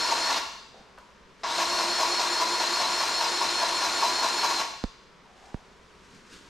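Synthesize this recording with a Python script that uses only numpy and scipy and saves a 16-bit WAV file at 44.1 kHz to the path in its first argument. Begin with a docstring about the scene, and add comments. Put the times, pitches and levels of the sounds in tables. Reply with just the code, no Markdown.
"""Battery grease gun in a workshop

A battery grease gun, already running at the start, stops and is then triggered again in an echoing workshop.
Its motor and gears whine as tones tied to the shaft speed, over a whirr of noise. Five times a second the
plunger meets the grease: the motor sags and gear knocks ring the housing. Around this are a steady room hum,
rustling, small taps and ticks made of noise, and dull knocks that reach the microphone through its mount."""
import sys
import numpy as np
from scipy import signal
from scipy.fft import rfft, irfft
from scipy.io import wavfile

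SR = 44100
rng = np.random.default_rng(int(sys.argv[2]) if len(sys.argv) > 2 else 0)


def waveform_to_disk(signal):
    """Save audio, clipped to [-1, 1], as 16-bit WAV at the path in sys.argv[1]."""
    frames = np.transpose(np.atleast_2d(signal))
    scaled = np.clip(frames, -1, 1) * 32767
    samples = np.round(scaled).astype(np.int16)
    wavfile.write(sys.argv[1], SR, samples)


N = 286196
LEAD = SR // 2  # samples played before the start, so that echoes and filters have run in

# The trigger: start_s, brake_s
RUNS = [(-.5, .356), (1.433, 4.586)]
# The plunger meets the grease: start_s, push_db (rattle above the idle rattle)
STROKES = [(-.119, -3), (.087, 6), (.29, 6), (1.582, 9.5), (1.784, 7), (1.988, 7), (2.191, 7.5), (2.394, 8),
           (2.596, 6.5), (2.8, 7), (3.001, 7.5), (3.203, 5.5), (3.409, 6.5), (3.612, 6), (3.815, 7),
           (4.017, 7.5), (4.221, 8.5), (4.423, 7)]

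FREE_HZ = 358.6  # shaft speed that the motor settles to without load
SAG_HZ = 24.5  # how strongly a stroke slows the shaft
TREBLE_FROM_HZ = 7000


def amp(db):
    """Turn decibels into a plain gain."""
    return 10 ** (np.asarray(db) / 20)


def rms_one(x):
    """Scale a signal to an average (rms) level of 1."""
    return x / np.sqrt(np.mean(x ** 2) + 1e-20)


def clock():
    """Time in seconds of every sample; the lead-in is negative."""
    return (np.arange(N + LEAD) - LEAD) / SR


def at_hz(points, hz):
    """Read a curve between its points, on a logarithmic frequency scale."""
    point_hz, value = np.array(points).T
    return np.interp(np.log(np.maximum(hz, 1)), np.log(point_hz), value)


def shade(x, points, share=1):
    """Colour a sound by a curve of gain in dB against frequency, or by a share of it."""
    size = x.shape[-1]
    gain = amp(share * at_hz(points, np.fft.rfftfreq(size, 1 / SR)))
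    return irfft(rfft(x) * gain, size)


def lag(x, seconds):
    """Smooth a signal so that it follows changes late (one-pole filter)."""
    r = np.exp(-1 / (max(seconds, 1e-4) * SR))
    return signal.lfilter([1 - r], [1, -r], x + 1e-18)


def drift(rate_hz):
    """Wander by chance around zero with spread 1: noise smoothed twice."""
    seconds = 1 / (2 * np.pi * rate_hz)
    return rms_one(lag(lag(rng.standard_normal(N + LEAD), seconds), seconds))


def resonance(x, hz, width):
    """Ring at one frequency; a narrow width in Hz rings longer."""
    r = np.exp(-np.pi * width / SR)
    feed = np.array([1, 0, -1]) * (1 - r * r) / 2
    return signal.lfilter(feed, [1, -2 * r * np.cos(2 * np.pi * hz / SR), r * r], x)


def gate(start, length, edge=.002):
    """1 from start for length seconds, with short ramps inside."""
    t = clock()
    return np.clip(np.minimum(t - start, start + length - t) / edge, 0, 1)


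def die_away(start, decay_s):
    """Begin suddenly at 1 and die away exponentially."""
    age = clock() - start
    return (age > 0) * np.exp(-np.maximum(age, 0) / decay_s)


def hum():
    """Steady air of the building as noise, partly different in each channel, with a faint mains tone."""
    # Colour of the air: pitch_hz, relative level_db (per Hz)
    air_colour = [(12, -2.5), (20, -5.5), (64, 0.5), (85, -11.5), (196, -1.5), (266, -6), (298, -11),
                  (393, -1.5), (478, -4.5), (600, -8), (800, -15), (930, -4), (1410, -9), (5850, -22),
                  (15500, -51)]
    air_db, mains_hz, mains_db = -55, 60, -70.5
    mid, side = shade(rng.standard_normal((2, N + LEAD)), air_colour)
    mains = amp(mains_db + 1.5 * drift(3)) * np.sin(2 * np.pi * mains_hz * clock())
    air = rms_one(np.array([mid + 0.43 * side, mid - 0.32 * side]))
    return amp(air_db + 0.17 * drift(0.91)) * air + mains


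def rustle():
    """Each swells and fades: a soft hiss of cloth and gloves, and a dull narrow rub on the bench."""
    # Rustles near the bench: peak_s, rise_s, fall_s, hiss_db, rub_db, rub_hz (centre)
    rustle_events = [(.78, 0.066, 0.22, -65, -56.5, 741), (1.0, 0.05, 0.23, -65, -55.5, 970),
                     (1.42, 0.1, 0.068, -59.5, -64, 433), (5.46, 0.31, 0.39, -59.5, -54.5, 760),
                     (6.15, 0.4, 0.25, -58.5, -59, 192.7), (6.34, 0.073, 0.11, -50, -53.5, 288.6),
                     (6.45, 0.22, .3, -61, -59, 300)]
    # Colour of the hiss: pitch_hz, relative level_db (per Hz)
    hiss_colour = [(710, -33), (1200, 2), (1570, 7.5), (2010, 1), (3980, 2), (7330, -3), (12100, -22),
                   (15500, -42)]
    fade_db = 20  # lost over the rise and over the fall
    t = clock()
    waver = np.sqrt(2) * drift(120)  # makes the rub a narrow noise instead of a pure tone
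    hiss = amp(2.0 * drift(40)) * rms_one(shade(rng.standard_normal(N + LEAD), hiss_colour))
    out = 0
    for peak, rise, fall, hiss_db, rub_db, rub_hz in rustle_events:
        swell = amp(-fade_db * np.maximum((peak - t) / rise, (t - peak) / fall))
        rub = waver * np.sin(2 * np.pi * rub_hz * t)
        out = out + swell * (amp(hiss_db) * hiss + amp(rub_db) * rub)
    return out


def taps():
    """Short bursts of noise ring a broad resonance."""
    # Taps on the bench: start_s, relative level_db, pitch_hz (centre), decay_s
    tap_events = [(0.742, -45.5, 500, 0.014), (.8, -54, 220, 0.023), (0.976, -40, 1140, 0.015),
                  (1.305, -62, 3400, .015)]
    attack_s = 0.00079
    noise = rng.standard_normal(N + LEAD)
    out = 0
    for start, db, hz, decay in tap_events:
        burst = lag(die_away(start, decay), attack_s) * noise
        rung = lag(resonance(burst, hz, 0.33 * hz), 0.071 / hz)
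        out = out + amp(db) * np.sqrt(SR / hz) * rung  # evens out low and high taps
    return out


def ticks():
    """Very short broad cracks of noise."""
    # Bright ticks of small metal: start_s, relative level_db
    tick_events = [(0.986, -34), (.9925, -45), (1.005, -49), (5.865, -52), (6.205, -52)]
    decay_s = 0.0014
    noise = rng.standard_normal(N + LEAD)
    bursts = sum(amp(db) * die_away(start, decay_s) for start, db in tick_events)
    return lag(resonance(bursts * noise, 3000, 7000), .00002)


def knocks():
    """A click, a quickly damped wobble of the mount and an inward push that the microphone's low cut swings back."""
    # Knocks in the mount: start_s, click_db, push_db, pan_db (left minus right), brightness of the click (0-3)
    mount_knocks = [(4.8394, -11, -20, -6, 2.6), (4.8434, -21, -27, -6, 1), (5.5437, -18, -24.5, -7, .2)]
    mount_hz, mount_t60_s, mount_lag_s, push_length_s = 207, .015, .0002, .0062
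    low_cut_hz, low_cut_q = 24, 1.05
    t = clock()
    out = np.zeros((2, N + LEAD))
    for start, click_db, push_db, pan_db, bright in mount_knocks:
        age = np.clip(t - start, 0, 1)
        swing = np.clip(age - mount_lag_s, 0, 1)
        click = -amp(click_db) * (t >= start) * np.exp(-age / 0.00025)
        click = click * (1 + bright * np.cos(2 * np.pi * 4400 * age))
        click = lag(lag(click, .00004), .00004)
        wobble = 1.6 * np.sin(2 * np.pi * mount_hz * swing) * amp(-60 * swing / mount_t60_s)
        push = -np.sin(np.pi * np.clip(swing / push_length_s, 0, 1)) ** 2
        out += (click + amp(push_db) * (wobble + push)) * amp([[pan_db / 2], [-pan_db / 2]])
    r = np.exp(-np.pi * low_cut_hz / low_cut_q / SR)
    return signal.lfilter([1, -2, 1], [1, -2 * r * np.cos(2 * np.pi * low_cut_hz / SR), r * r], out)


def workshop(x):
    """Dense echoes: noise that dies band by band, mostly alike in both channels."""
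    # Time for the echo to fall by 60 dB: pitch_hz, decay_s
    echo_t60 = [(200, 0.4), (700, 0.63), (1000, 0.69), (2500, 0.84), (4200, 0.94), (5500, 0.83),
                (8000, 0.77), (14000, 0.48)]
    # Width of the echo: pitch_hz, level_db (side against mid)
    echo_width = [(200, -3.5), (380, -11), (700, -7.5), (1000, -8), (2000, -6.5), (3000, -2), (4300, -7),
                  (6000, -22), (8000, -2.5), (12000, -1.5)]
    echo_db = 3.5
    t = np.arange(SR) / SR
    edges = 80 * 2 ** (np.arange(25) / 3)  # bands a third of an octave wide
    white, tail = rng.standard_normal((2, SR)), 0
    for low, high in zip(edges, edges[1:]):
        band_filter = signal.butter(2, [low, high], "band", fs=SR, output="sos")
        band = signal.sosfilt(band_filter, white)
        t60 = at_hz(echo_t60, np.sqrt(low * high))
        fade = amp(-60 * t / t60) * np.clip(t / 0.0038, 0, 1)
        tail = tail + band * fade * np.sqrt(2 * np.log(1000) / t60 / SR)  # long decays get no extra energy
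    mid, side = signal.fftconvolve(x[None], tail, axes=1)[:, :len(x)]
    side = shade(side, echo_width)
    return amp(echo_db) * np.array([mid + side, mid - side])


def motor():
    """Shaft speed (Hz), how far the motor is running (0-1) and braking (0-1); the rotor's inertia slows changes."""
    brake_s, brake_hz = .034, 60
    let_go_s, let_go_hz = .05, 18  # the motor slows before the brake bites
    fresh_hz, fresh_s = 5, .6  # the rested battery drives a little faster at first
    inertia_s, coast_s = .04, 0.048
    sag_lag_s, sag_s, sag_fall_s = .012, .044, .013
    on = sum(gate(start, stop + brake_s - start) for start, stop in RUNS)
    braking = sum(gate(stop, brake_s) for start, stop in RUNS)
    letting_go = sum(gate(stop - let_go_s, let_go_s) for start, stop in RUNS)
    fresh = sum(gate(start, stop - start) * np.exp(-np.maximum(clock() - start, 0) / fresh_s)
                for start, stop in RUNS)
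    load = sum(gate(start + sag_lag_s, sag_s) for start, push_db in STROKES)
    bite = np.maximum(load - lag(load, sag_fall_s), 0)  # the load pulls hardest at first
    pull = SAG_HZ * (load + (inertia_s / sag_fall_s - 1) * bite)
    target = FREE_HZ * on + fresh_hz * fresh - pull - let_go_hz * letting_go - brake_hz * braking
    speed = np.maximum(lag(target, inertia_s), 0)
    running = np.maximum(on, lag(on, coast_s))
    return speed, running, braking


def rattle_strength(braking):
    """Strength in dB of the low and high rattle and the chatter: strokes, start and brake shake the housing."""
    rattle_lead_s, push_s = .005, 0.054  # the housing rattles just before the load bites
    settle_share, settle_s = 0.53, 0.018  # loose parts settle after the push
    impact_db, impact_s = 2, 0.0153  # first contact of the plunger
    kick_db, kick_s = 5, .015  # the gears take up their slack
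    brake_db, clack_db = 6.5, 6  # the brake's push on the low and on the high modes
    high_share, high_lag_s = 1.0, .009  # the high modes follow a push a little later
    chatter_lag_s, chatter_s, chatter_level_db = 0.0793, 0.0234, 1.5  # the plunger lets go with a thin chatter
    pushes = sum(db * gate(start - rattle_lead_s, push_s, edge=0.007) for start, db in STROKES)
    pushes = np.maximum(pushes, settle_share * lag(pushes, settle_s))
    impacts = impact_db * sum(gate(start, impact_s) for start, db in STROKES)
    kick = kick_db * sum(gate(start, kick_s) for start, stop in RUNS)
    low_db = pushes + impacts + kick + brake_db * braking
    high_db = high_share * lag(pushes, high_lag_s) + clack_db * braking + kick
    chatter_db = chatter_level_db * sum(gate(start + chatter_lag_s, chatter_s) for start, db in STROKES)
    return low_db, high_db, chatter_db


def whirr(speed, rattle_db, chatter_db):
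    """Broad noise that surges with each push; its treble grows steeply with the speed alone."""
    # Colour of brushes, fan and gears: pitch_hz, relative level_db (per Hz)
    whirr_colour = [(15, -64), (25, -21), (129, -29), (341, -11), (500, -13), (950, -10.5), (1420, -9.5),
                    (3100, -14), (4170, -8), (4520, -12), (5170, -13), (8000, -21), (12200, -36.5),
                    (15600, -70)]
    whirr_db, load_share, treble_power = -33, 0.22, 3
    noise = rms_one(shade(rng.standard_normal(N + LEAD), whirr_colour))
    low_pass = signal.butter(2, TREBLE_FROM_HZ, fs=SR, output="sos")
    low = signal.sosfiltfilt(low_pass, noise)
    treble = noise - low
    share = speed / FREE_HZ
    low_gain = (.5 + share / 2) ** 0.48 * amp(load_share * rattle_db + 0.58 * chatter_db)
    treble_gain = 0.98 * (0.083 + 0.88 * share ** treble_power)
    return amp(whirr_db + 0.81 * drift(57)) * (low_gain * low + treble_gain * treble)


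def rattle(speed, low_db, high_db, chatter_db):
    """Dense uneven gear knocks ring the resonances of the housing."""
    # Modes of the housing: pitch_hz, width_hz, relative level_db
    housing = [(662, 63.4, -5), (911, 79, -0.5), (984, 64, 2.5), (1115, 36.6, 0), (1400, 24, -9),
               (1636, 52, -11), (2460, 1080, -18.5), (2710, 71, -10.5), (4890, 276, -13),
               (6230, 1250, -18.5), (10410, 140, -29), (11970, 550, -32)]
    rattle_db, rattles_per_s = -32.5, 3500
    high_from_hz, chatter_from_hz, high_mode_power = 2000, 1300, .35
    sizes = amp(2.5 * np.minimum(rng.exponential(1, N + LEAD), 5)) * rng.choice([-1, 1], N + LEAD)
    gear_knocks = rms_one(sizes * (rng.random(N + LEAD) < rattles_per_s / SR))
    gear_knocks = gear_knocks * amp(2.04 * drift(31))  # they come in clumps
    share = speed / FREE_HZ
    dull = gear_knocks * amp(low_db)
    sharp = gear_knocks * amp(high_db) * (0.078 + share) ** high_mode_power
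    rung, idle_power = 0, 0
    for k, (hz, width, db) in enumerate(housing):
        mode = (-1) ** k * amp(db) * resonance(sharp if hz > high_from_hz else dull, hz, width)
        if hz > TREBLE_FROM_HZ:
            mode = mode * share
        if chatter_from_hz < hz < TREBLE_FROM_HZ:
            mode = mode * amp(chatter_db)
        rung = rung + mode
        idle_power += amp(2 * db) * np.pi * width / SR
    return amp(rattle_db) * rung / idle_power ** .5


def whine(speed):
    """Wavering tones locked to the shaft; most are clearest at a speed of their own, the main gear tone has a curve."""
    # Motor and gear tones: multiple of the shaft speed, best_hz (shaft speed), loss_db (one sag away from there)
    shaft_orders = [(.985, 356, 5), (4, 358, 4), (5, 359, 6), (12, 357, 0), (15, 358, 22), (20, 355, 14),
                    (24.8, 343, 9)]
    # Base level of each tone: level_db (rms)
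    tone_levels = [-47, -48, -50, -35.5, -40, -43.5, -50]
    # Change of the shaft's own tone over time: time_s, gain_db
    shaft_tone = [(0, -6.5), (1.5, 1.5), (2.7, 1.5), (3.1, -5.5), (3.5, 0.5), (3.9, -5.5), (4.6, -1)]
    # The main gear tone grows and fades with its pitch: pitch_hz, gain_db
    gear_colour = [(3500, -5.5), (4000, 0), (4050, -2), (4100, -12), (4160, 4.5), (4215, -9.5), (4285, 2.5),
                   (4340, 1)]
    swell_lag_s, swell_s, swell_db = 0.09, 0.078, 6.5  # the shaft's tone swells while the plunger returns
    spin_up_db = 1  # the main gear tone sings out while the motor gathers speed
    slowing_loss_db = 9  # tones fade while the motor runs down
    turns = np.cumsum(speed * (1 + .0017 * drift(80))) / SR
    shaft_db = np.interp(clock(), *np.transpose(shaft_tone))
    swells = sum(gate(start + swell_lag_s, swell_s, edge=0.019) for start, push_db in STROKES)
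    shaft_db = shaft_db + swell_db * swells
    share, change = speed / FREE_HZ, np.gradient(speed)
    meshed = np.clip((share - .72) / .1, 0, 1)  # tones emerge late in the spin-up
    rising_db = spin_up_db * (change > 0) * np.clip((.95 - share) / .04, 0, 1)
    out = 0
    for (multiple, best_hz, loss_db), db in zip(shaft_orders, tone_levels):
        away = np.minimum(np.abs(speed - best_hz) / SAG_HZ, 1) ** .75
        # Uneven tooth contact, worse under load
        flutter_db = (1 + away) * (.7 * drift(20) + 1.2 * drift(120))
        level_db = db - loss_db * away + flutter_db
        if multiple < 1:  # the shaft's own tone
            level_db = level_db + shaft_db
        if multiple == 12:  # the main gear tone
            level_db = level_db + rising_db + at_hz(gear_colour, multiple * speed)
        tone = np.sin(2 * np.pi * (multiple * turns + rng.random()))
        out = out + amp(level_db) * np.sqrt(2) * tone
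    slowing = lag((change < 0) * np.clip((.94 - share) / .03, 0, 1), .004)
    return meshed * amp(-slowing_loss_db * slowing) * out


def scene():
    """Mix the near sounds with their echoes, lean them in stereo, then add hum and mount knocks."""
    # Shape of the stereo lean, of which each channel takes a share: pitch_hz, lean_db
    stereo_lean = [(60, -4), (240, -4.5), (950, 4.5), (3770, 3.5), (15000, 7)]
    whine_echo_db = -2  # the gear tones beam towards the listener and stir the room less
    speed, running, braking = motor()
    low_db, high_db, chatter_db = rattle_strength(braking)
    tones = running * whine(speed)
    gun = running * (rattle(speed, low_db, high_db, chatter_db) + whirr(speed, low_db, chatter_db))
    near = gun + rustle() + taps() + ticks()
    echoes = workshop(near + amp(whine_echo_db) * tones)
    left, right = near + tones + echoes
    air = np.array([shade(left, stereo_lean, 0.22), shade(right, stereo_lean, -0.09)])
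    return (air + hum() + knocks())[:, LEAD:]


def record(dry):
    """Cut the top of the spectrum with a steep low-pass filter."""
    cutoff_hz = 15800
    return signal.sosfilt(signal.cheby2(20, 60, cutoff_hz, fs=SR, output="sos"), dry)


dry = scene()
out = record(dry)
waveform_to_disk(out)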